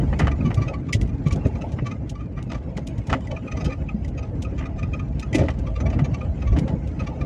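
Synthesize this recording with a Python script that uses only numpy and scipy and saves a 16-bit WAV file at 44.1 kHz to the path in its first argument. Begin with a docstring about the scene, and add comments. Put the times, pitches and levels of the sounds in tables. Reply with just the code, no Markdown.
"""Cabin of an open convertible on an uneven road, heard at a microphone on a plastic mount.
Engine, wind boom, tyre roar, tyre howl and air hiss are shaped noise that swells and flickers.
Jolts are damped sines with panel noise; trim knocks are short bursts of resonant noise.
A hard catch clicks by noise snaps and ringing modes; the mount squeaks by stick-slip."""
import sys
import numpy as np
from scipy import signal
from scipy.fft import rfft, irfft, next_fast_len
from scipy.io import wavfile
from scipy.ndimage import uniform_filter1d, map_coordinates

SR = 44100
rng = np.random.default_rng(int(sys.argv[2]) if len(sys.argv) > 2 else 0)


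def put_to_file(sound):
    """Save the sound as 16-bit audio at rate SR, in the file named by the first command-line argument."""
    columns = np.atleast_2d(sound).T  # one column per channel
    safe = np.clip(columns, -1, 1)
    whole_steps = np.round(safe * 32767)
    wavfile.write(sys.argv[1], SR, whole_steps.astype(np.int16))


N = 319901
HIT_T = np.arange(SR // 5) / SR  # time axis of one contact, s
PEAK_S = 0.04  # peak of a stroke on that axis
MIC_LOW_HZ, TOP_HZ = 33, 15700  # band limits of the microphone
BOOM_DB, ROAR_DB, HOWL_DB, HISS_DB = 4, 1.64, -4, -1  # offsets to the RIDE levels
KNOCK_RISE_SHARE = 0.034  # rise over t60: long knocks are soft scuffs

# Base levels of the ride, before offsets: time_s, boom_db, roar_db, howl_db, hiss_db
RIDE = [(0.0, -21, -28.5, -37.5, -49.5), (0.52, -36.5, -28, -40, -49.5), (0.99, -31.5, -28.5, -47, -57.5),
        (1.69, -37.5, -30, -37, -48.5), (2.18, -39, -34.5, -47.5, -61), (3.07, -41, -32, -44, -52),
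        (3.55, -39.5, -32.5, -38.5, -51), (3.78, -35, -34, -42, -53.5), (4.3, -32.5, -30, -41, -56.5),
        (4.81, -32.5, -31.5, -42, -55), (5.23, -33.5, -31, -43, -54.5), (5.57, -31, -30.5, -36.5, -53.5),
        (6.74, -32.5, -33, -42, -52), (7.25, -29.5, -25.5, -39.5, -52.5)]
# Gusts on the microphone, lulls where negative: peak_s, half_height_length_s, boom_swell_db
GUSTS = [(0, 0.081, -15), (.31, 0.13, 6), (.87, 0.15, -14), (1.0, 0.14, 7), (2.45, 0.23, 4),
         (2.87, 0.039, 4.5), (3.31, 0.074, 12), (3.46, .07, -22), (3.54, 0.052, 11.5), (5.33, 0.052, -9),
         (5.88, 0.075, 8.5), (6.3, 0.076, 6), (6.5, 0.066, 13.5), (7.15, 0.074, -8)]
# Rough patches, smooth where negative: middle_s, half_height_length_s, roar_swell_db, howl_swell_db
PATCHES = [(0.024, 0.052, 7, 7.5), (0.243, 0.08, 8.5, 6.5), (0.47, 0.097, 8, 3), (0.72, 0.064, -7, 14),
           (1.372, 0.042, 9.5, 10.5), (1.462, 0.04, 10, 4), (1.647, 0.014, -7, 13.5),
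           (2.545, 0.11, -1, 9.5), (2.783, 0.036, 3.5, 17), (3.115, 0.081, 5, 11),
           (3.328, 0.044, 1.5, 14.5), (3.68, 0.11, 6, 7.5), (4.222, 0.07, -4, 8), (5.345, 0.023, 4, 13),
           (5.41, 0.1, 7.5, 16), (5.762, 0.044, -9.5, -4), (5.832, 0.048, 6, 6.5), (5.992, 0.2, 9, 5.5),
           (6.577, 0.069, 12, 15), (6.669, 0.024, -3.5, 0), (6.724, 0.094, 9, 10.5), (7.145, 0.11, -6.5, 9)]
# Wind boom spectrum: freq_hz, relative_density_db
BOOM_SPECTRUM = [(20, -29), (32, -25), (42, -7), (52, 2.5), (65, 4), (85, -1), (110, -8.5), (170, -32),
                 (400, -108)]
# Road roar spectrum: freq_hz, relative_density_db
ROAD_SPECTRUM = [(50, -19.5), (85, -2), (110, 1.5), (145, 1.5), (190, -4.5), (280, -6), (350, -14.5),
                 (430, -17.5), (560, -26.5), (1050, -37.5), (1600, -39), (4000, -85)]
# Tyre resonances: center_hz, width_hz, relative_level_db
TYRE_RESONANCES = [(433, 210, -11), (528, 72, 4.5), (653, 83, 1.5), (840, 120, -5)]
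# Air hiss spectrum: freq_hz, relative_density_db
AIR_SPECTRUM = [(300, -26.5), (800, 11), (1200, 3), (1550, -2), (2000, 5.5), (2600, 1.5), (3000, -2),
                (3500, -9.5), (5000, -11.5), (7200, -12.5), (7800, -21), (9500, -26), (11000, -45.5),
                (15000, -57.5)]
# Friction noise spectrum: freq_hz, relative_density_db
GRIT_SPECTRUM = [(400, -29), (800, -5), (2000, 9), (3000, 0.5), (3600, 1), (7100, -10), (8000, -12.5),
                 (13000, -42.5)]
# Blows of the trim: time_s, relative_level_db, relative_crack_db, t60_s
KNOCKS = [(0.128, -24, -32, 0.065), (0.194, -17, -22, 0.12), (0.243, -31, -26, 0.14),
          (0.271, -17.5, -22.5, 0.033), (0.279, -18, -27, 0.043), (0.504, -25.5, -27, 0.08),
          (1.786, -28, -38, 0.069), (2.372, -34.5, -28, 0.19), (2.513, -27.5, -14.5, 0.17),
          (2.774, -31.5, -10.5, 0.069), (3.093, -22.5, -17.5, 0.18), (3.1285, -12, -21, 0.036),
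          (3.134, -14, -27, 0.052), (4.599, -30, -27, 0.25), (5.379, -30.5, -12.5, 0.21),
          (5.399, -34, -16, 0.55), (5.484, -21, -23, 0.06), (5.802, -34, -20.5, 0.06),
          (5.928, -32, -23, 0.08), (5.989, -23.5, -23.5, 0.092), (6.562, -28, -17.5, 0.11),
          (6.675, -28.5, -16.5, 0.12), (7.012, -39, -18, 0.18)]
# Trim panel resonances: center_hz, width_hz, relative_level_db
TRIM_RESONANCES = [(420, 490, -3.5), (690, 200, 7), (914, 130, 0), (1228, 200, 4.5), (1670, 720, -6),
                   (1980, 260, 1.5), (2480, 430, -7.5), (2940, 230, -6)]
# Bright edge of a knock: freq_hz, relative_density_db
CRACK_SPECTRUM = [(1200, -18.5), (3000, 8.5), (4300, 2.5), (5800, 0), (7200, -4.5), (8200, -11),
                  (11000, -28), (15000, -46.5)]
# Snaps and ticks of the catch: start_s, relative_level_db, relative_ring_db
CLICKS = [(0.191, -31, 6), (0.543, -34, -15), (0.9286, -24, 10.5), (0.9375, -33.5, 8), (1.013, -35.5, 3.5),
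          (1.074, -52, 2), (1.273, -41, -14), (1.322, -33, -18), (1.359, -43, -8), (1.469, -44.5, -13),
          (1.720, -45, -15), (2.095, -35.5, -27), (2.426, -43, -16), (2.768, -40.5, 7.5), (2.870, -35, -25),
          (2.980, -46, 2), (3.07, -42, -13), (3.207, -51.5, 4), (3.271, -49, 15.5), (3.646, -36, -10),
          (4.046, -48, 12), (4.082, -48, -10), (4.422, -35, -13), (5.196, -35, -22), (5.3296, -39, 15),
          (5.345, -31, 10), (5.3525, -24.5, 2), (5.384, -37.5, 2), (5.588, -47.5, -3), (6.587, -34.5, -6),
          (6.874, -47, -12)]
# Catch modes, before scatter: freq_hz, relative_level_db, t60_s
CATCH_MODES = [(1970, 5.5, 0.053), (2155, 2, 0.025), (2275, -2, 0.033), (2620, -10, 0.035),
               (3090, -5, 0.035), (4930, -10.5, 0.035), (5980, -10.5, 0.032), (7040, -17, 0.071)]
# Snap spectrum: freq_hz, relative_density_db
SNAP_SPECTRUM = [(800, -25), (1500, -13.5), (2300, 5.5), (3000, 6.5), (3800, 3.5), (4400, -0.5),
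                 (5000, 1.5), (5900, 2.5), (7000, 2.5), (7900, -9.5), (9500, -19.5), (12000, -24.5),
                 (15000, -50.5)]
# Bright edge of a snap: freq_hz, relative_density_db
FIZZ_SPECTRUM = [(5000, -41.5), (8000, 1.5), (10000, -6), (15000, -25)]
# Jolts of the body: start_s, relative_level_db, pitch_hz, relative_shudder_db
BUMPS = [(0.217, -6, 162, -28), (0.445, -7.5, 141, -27), (0.575, -4.5, 102, -27), (0.948, -6.5, 107, -18),
         (1.261, -4.5, 145, -19), (1.323, -8, 77.6, -18), (1.456, -9, 108, -7.5), (1.735, -11, 95, -31),
         (1.82, -9.5, 134, -13.5), (2.776, -23.5, 171, 0), (2.982, -11, 111, -27), (3.117, -9, 71.6, -19),
         (3.148, -13, 267, -14.5), (3.664, -9, 70.4, -19.5), (3.85, -19.5, 158, -17),
         (3.942, -11.5, 208, -23), (5.346, -8, 297, -5), (5.36, -9, 257, -11.5), (5.387, -12, 155, -7.5),
         (5.409, -9.5, 72, -3), (5.436, -12.5, 72, -3.5), (6.017, -5, 138, -20.5), (6.117, -10, 126, -28),
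         (6.519, -1.5, 59.5, -21), (6.571, -14.5, 294, -8.5), (6.613, -10.5, 144, -21),
         (6.647, -12, 61, -25), (6.735, -7, 140, -21), (7.083, -23, 298, -5)]
# Body panel resonances: center_hz, width_hz, relative_level_db
BODY_RESONANCES = [(283, 68, 0), (396, 90, -5.5), (570, 110, -8.5)]
# Rubs of the rocking mount: peak_s, length_s, mean_slip_hz, fundamental_db, octave_db, rasp_db (relative)
RUBS = [(0.32, 0.011, 1180, -38, -38.5, -43.5), (0.412, 0.0075, 1257, -43, -39.5, -65),
        (0.464, 0.023, 1174, -35, -43, -49), (0.581, 0.018, 1163, -35, -45, -52.5),
        (0.627, 0.017, 1168, -35, -39, -48.0), (0.688, 0.015, 1267, -40, -35, -46.5),
        (0.743, 0.014, 1160, -35.5, -40.5, -49.5), (0.894, 0.014, 1172, -39, -47, -55),
        (1.096, 0.012, 1210, -54, -52, -59), (1.269, 0.013, 1180, -37, -39, -48.5),
        (1.313, 0.0076, 1150, -36.5, -34.5, -45.5), (1.457, 0.011, 1280, -48, -43, -49),
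        (1.56, 0.011, 1220, -48, -48, -56), (1.621, 0.012, 1280, -48, -42, -49.5),
        (1.869, 0.02, 1155, -34, -41.5, -44), (1.918, 0.013, 1240, -40, -39.5, -47),
        (2.159, 0.013, 1165, -43, -52, -56), (2.212, 0.033, 1203, -45, -53.0, -60),
        (2.381, 0.026, 1204, -43.5, -51.0, -58), (2.506, 0.017, 1245, -43, -46.5, -50),
        (2.551, 0.012, 1177, -39.5, -43, -50), (3.318, 0.011, 1142, -46, -44, -44.5),
        (3.37, 0.01, 1234, -42, -36, -54.5), (3.483, 0.011, 1232, -41, -37.5, -56.0),
        (3.523, 0.012, 1234, -42.5, -37, -46), (3.578, 0.017, 1156, -40.5, -49.0, -47),
        (3.613, 0.019, 1234, -43, -43.5, -48.5), (3.661, 0.016, 1262, -41, -49, -43),
        (3.709, 0.023, 1210, -42.5, -42, -51), (3.729, 0.012, 1219, -41, -37, -49),
        (3.893, 0.008, 1260, -41.5, -32.5, -55.5), (4.186, 0.014, 1270, -46, -41, -51.5),
        (4.235, 0.014, 1265, -46.5, -47, -57), (4.453, 0.0097, 1240, -41, -39, -59.0),
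        (4.593, 0.02, 1210, -44, -44, -48.5), (4.66, 0.011, 1227, -42, -43.5, -52),
        (4.794, 0.02, 1213, -41.5, -46, -51), (4.835, 0.01, 1230, -40.5, -34.5, -49.5),
        (4.941, 0.011, 1250, -38, -31.5, -49.5), (4.999, 0.0099, 1244, -39, -39, -52),
        (5.232, 0.013, 1245, -40.5, -39.5, -47.5), (5.353, 0.018, 1227, -45, -32, -40),
        (5.398, 0.029, 1163, -50, -40.5, -43.5), (5.507, 0.0096, 1160, -44, -55, -46),
        (5.673, 0.011, 1170, -41, -48, -52.5), (5.765, 0.015, 1178, -39.5, -45.5, -50),
        (5.809, 0.011, 1268, -44, -48, -49), (5.867, 0.013, 1155, -41, -37, -46.5),
        (5.905, 0.0083, 1250, -52, -47, -51), (5.937, 0.018, 1175, -47.5, -46, -52),
        (6.052, 0.012, 1166, -43.5, -40.5, -48.5), (6.147, 0.012, 1155, -40.5, -41, -45.5),
        (6.216, 0.011, 1232, -38.5, -40.5, -56), (6.426, 0.012, 1273, -45, -43, -49.5),
        (6.479, 0.02, 1147, -39.5, -44.5, -50), (6.533, 0.021, 1153, -44, -51, -54.5),
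        (7.004, 0.015, 1245, -37.5, -37.5, -49), (7.075, 0.013, 1172, -39.5, -41, -47.5),
        (7.216, 0.01, 1180, -39, -39, -49.5)]
# Upper partials of a slip, before scatter: multiple, level_re_rasp_db
OVERTONES = [(3, -11.5), (4, -12), (5, -10.5)]
# Modes of the rubbed plastic, before scatter: freq_hz, relative_level_db
RASP_MODES = [(1440, 2), (1780, 10), (1980, 13.5), (2310, 4.5), (2650, 6.5), (2880, -4), (3070, 6.5),
              (3780, -4), (4100, 1), (4950, -7), (5500, -7.5), (5800, -7.5), (6100, 4), (6650, -2.5),
              (7110, -10)]


def amp(db):
    """Decibels to gain."""
    return 10 ** (np.asarray(db) / 20)


def unit(x):
    """Scale to rms 1."""
    return x / np.sqrt(np.mean(x ** 2) + 1e-20)


def burst(x):
    """Scale a short sound so that its loudest 5 ms have rms 1."""
    return x / np.sqrt(uniform_filter1d(x ** 2, size=220).max() + 1e-20)


def wobble(rate_hz, size=N):
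    """Smooth random curve with rate_hz knots a second."""
    knots = rng.standard_normal(int(size * rate_hz / SR) + 4)
    return map_coordinates(knots, [np.arange(size) * rate_hz / SR])


def resonant(peaks, size=N):
    """Noise of rms 1 shaped by resonances; each width is taken at half gain."""
    m = next_fast_len(size)
    f = np.fft.rfftfreq(m, 1 / SR)
    gain = sum(amp(db) / (1 + (2 * (f - hz) / width_hz) ** 2) for hz, width_hz, db in peaks)
    return unit(irfft(rfft(rng.standard_normal(m)) * gain, m)[:size])


def noise(spectrum, size=N):
    """Noise of rms 1 with its colour interpolated over log frequency."""
    m = next_fast_len(size)
    hz, db = np.transpose(spectrum)
    log_f = np.log(np.fft.rfftfreq(m, 1 / SR) + 1)
    gain = amp(np.interp(log_f, np.log(hz), db))
    return unit(irfft(rfft(rng.standard_normal(m)) * gain, m)[:size])


def add(track, start_s, sound):
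    """Mix a sound into a track in place."""
    part = track[max(round(start_s * SR), 0):][:len(sound)]
    part += sound[:len(part)]


def engine(hz=62, width_hz=20, level_db=-41):
    """Exhaust drone: noise in one low resonance at a steady level."""
    return amp(level_db) * resonant([(hz, width_hz, 0)])


def curves(rows):
    """Per-sample curve for each column after the time."""
    time_s, *columns = np.transpose(rows)
    return [np.interp(np.arange(N) / SR, time_s, column) for column in columns]


def swells(rows):
    """Sum of smooth dB humps from middle_s, half_height_length_s, swell_db rows."""
    t = np.arange(N) / SR
    return sum(db * 2 ** -(2 * (t - middle_s) / length_s) ** 2 for middle_s, length_s, db in rows)


def eddies(x, depth_db):
    """Passing eddies lift and drop each part of the spectrum on its own for a few tens of ms."""
    z = signal.stft(x, nperseg=1024)[2]
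    field = rng.standard_normal(z.shape)
    field = uniform_filter1d(field, size=3, axis=0)
    field = uniform_filter1d(field, size=3, axis=1)
    return unit(signal.istft(z * amp(depth_db * unit(field)), nperseg=1024)[1][:N])


def rolling():
    """Boom swells in gusts, roar and howl on rough patches; all, with the hiss, share one gust curve."""
    boom_db, roar_db, howl_db, hiss_db = curves(RIDE)
    boom_db = boom_db + swells(GUSTS)
    roar_db = roar_db + swells((s, length_s, roar) for s, length_s, roar, _ in PATCHES)
    howl_db = howl_db + swells((s, length_s, howl) for s, length_s, _, howl in PATCHES)

    gust = wobble(22)
    boom = amp(boom_db + BOOM_DB) * unit(noise(BOOM_SPECTRUM) * amp(0.28 * gust))
    roar_flutter = amp(1.52 * gust + 1.84 * wobble(55))
    roar = amp(roar_db + ROAR_DB) * unit(noise(ROAD_SPECTRUM) * roar_flutter)
    tyres = resonant(TYRE_RESONANCES) * amp(1.4 * gust)
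    howl = amp(howl_db + HOWL_DB) * eddies(tyres, depth_db=4.5)
    hiss_flutter = amp(0.8 * gust + 1.2 * wobble(50))
    hiss = amp(hiss_db + HISS_DB) * eddies(noise(AIR_SPECTRUM) * hiss_flutter, depth_db=5.5)
    return boom + roar + howl + hiss


def swell(rise_s, t60_s):
    """Contact envelope: builds up over about rise_s, then dies away."""
    attack = 1 - np.exp(-(HIT_T / rise_s) ** 2)
    return attack * amp(-60 * np.maximum(HIT_T - rise_s, 0) / t60_s)


def puff(spectrum, rise_s, t60_s):
    """Short burst of coloured noise."""
    return burst(noise(spectrum, size=len(HIT_T)) * swell(rise_s, t60_s))


def chatter(count=170, level_db=-61, spread_db=1.0, t60_s=0.045, follow=0.8):
    """Loose trim: faint dry puffs at random times, louder where the base roar level is higher."""
    out = np.zeros(N)
    roar_db = curves(RIDE)[1]
    for start_s, size in rng.uniform([0, -1], [N / SR, 1], (count, 2)):
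        add(out, start_s, amp(level_db + spread_db * size) * puff(GRIT_SPECTRUM, 0.002, t60_s))
    return out * amp(follow * (roar_db - roar_db.mean()))


def knocks(rattle_db=3):
    """Trim panels slap and rattle: a dead, hollow clack of resonant noise with a bright edge."""
    out = np.zeros(N)
    for time_s, db, crack_db, t60_s in KNOCKS:
        rise_s = KNOCK_RISE_SHARE * t60_s
        rattle = amp(rattle_db * wobble(288, size=len(HIT_T)))
        body = burst(resonant(TRIM_RESONANCES, size=len(HIT_T)) * swell(rise_s, t60_s) * rattle)
        crack = burst(puff(CRACK_SPECTRUM, rise_s, t60_s) * rattle)
        add(out, time_s - 0.001, amp(db - 5.5) * (body + amp(crack_db + 5.0) * crack))
    return out


def ring(modes, rise_s, scatter_db):
    """Decaying modes with new strengths and one shared slight detuning per contact."""
    detune = rng.normal(1, 0.012)
    tones = 0
    for hz, db, t60_s in modes:
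        gain = amp(db + scatter_db * rng.standard_normal())
        sine = np.sin(2 * np.pi * (hz * detune * HIT_T + rng.random()))
        tones = tones + gain * swell(rise_s, t60_s) * sine
    return burst(tones)


def stroke(rise_s, t60_s):
    """Rub envelope: friction builds up gradually to PEAK_S, then dies away."""
    late = HIT_T - PEAK_S
    return np.exp(-(np.minimum(late, 0) / rise_s) ** 2) * amp(-60 * np.maximum(late, 0) / t60_s)


def clicks(rough_db=3.5, fizz_db=-14):
    """A hard catch snaps home: ragged noise with a brief fizz, and ringing modes."""
    out = np.zeros(N)
    for start_s, db, ring_db in CLICKS:
        tone = ring(CATCH_MODES, rise_s=0.002, scatter_db=3)
        ragged = amp(rough_db * wobble(330, size=len(HIT_T)))
        snap_noise = noise(SNAP_SPECTRUM, size=len(HIT_T))
        snap = burst(snap_noise * stroke(rise_s=0.0028, t60_s=0.064) * ragged)
        fizz_noise = noise(FIZZ_SPECTRUM, size=len(HIT_T))
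        fizz = burst(fizz_noise * stroke(rise_s=0.0026, t60_s=0.074))
        # the snap peaks 1.9 ms after the ring starts
        add(out, start_s + 0.0019 - PEAK_S, amp(db - 5.0) * (snap + amp(fizz_db) * fizz))
        add(out, start_s, amp(db + ring_db - 7.5) * tone)
    return out


def bumps(rise_s=0.003, t60_s=0.1):
    """Each jolt gives the body a few heavily damped swings and makes its panels shudder."""
    out = np.zeros(N)
    for start_s, db, hz, shudder_db in BUMPS:
        thud = burst(np.sin(2 * np.pi * hz * HIT_T) * swell(rise_s, t60_s))
        shudder = burst(resonant(BODY_RESONANCES, size=len(HIT_T)) * swell(0.0034, 0.12))
        add(out, start_s, amp(db - 7.5) * (thud + amp(shudder_db + 2.0) * shudder))
    return out


def rasp(rise_s, t60_s, scatter_db=6.5, grit_db=-3, detune=0.02, rough_db=3):
    """Short dry rub: plastic modes vary at each point of contact, over a little grit."""
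    tones = 0
    for hz, db in RASP_MODES:
        gain = amp(db + scatter_db * rng.standard_normal())
        tones = tones + gain * np.sin(2 * np.pi * (hz * rng.normal(1, detune) * HIT_T + rng.random()))
    grit = amp(grit_db) * noise(GRIT_SPECTRUM, size=len(HIT_T))
    roughness = amp(rough_db * wobble(184.7, size=len(HIT_T)))
    return burst((unit(tones) + grit) * stroke(rise_s, t60_s) * roughness)


def rub(length_s, slip_hz, low_db, octave_db, rasp_db,
        rise_share=0.59, decay_share=4.6, waver=0.033, lag_s=0.0031, ring_t60_s=0.11):
    """Unsteady stick-slip: overtones and rasp follow the stroke, the fundamental rings on."""
    rise_s, t60_s = rise_share * length_s, decay_share * length_s
    rate_hz = slip_hz * (1 + waver * wobble(520, size=len(HIT_T)))
    phase = 2 * np.pi * np.cumsum(rate_hz) / SR
    partials = [(2, octave_db - 0.7)]
    for multiple, db in OVERTONES:
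        partials.append((round(multiple), rasp_db + db + 4 * rng.standard_normal()))
    squeak = sum(amp(db) * burst(np.sin(k * phase) * stroke(rise_s, t60_s)) for k, db in partials)
    lagged_stroke = np.interp(HIT_T - lag_s, HIT_T, stroke(rise_s, ring_t60_s))
    body = burst(np.sin(phase) * lagged_stroke)
    return squeak + amp(low_db) * body + amp(rasp_db + 5.5) * rasp(rise_s, t60_s)


def squeaks():
    """Each swing of the mount rubs differently, from a clear chirp to a dry scuff."""
    out = np.zeros(N)
    for peak_s, *shape in RUBS:
        add(out, peak_s - PEAK_S, rub(*shape))
    return out


def scene():
    """Sum of all sources at one microphone."""
    return (engine() + rolling() + chatter() + knocks() + clicks() + bumps() + squeaks())[None]


def record(dry):
    """Round off the highest peaks, shed the deepest bass, cut everything above TOP_HZ."""
    soft = dry / (1 + (dry / 0.65) ** 6) ** (1 / 6)
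    m = next_fast_len(N + SR // 2)
    f = np.fft.rfftfreq(m, 1 / SR)
    low_cut = 1 / np.sqrt(1 + (MIC_LOW_HZ / (f + 1)) ** 8)
    return irfft(rfft(soft, m) * low_cut * (f < TOP_HZ), m)[..., :N]


dry = scene()
out = record(dry)
put_to_file(out)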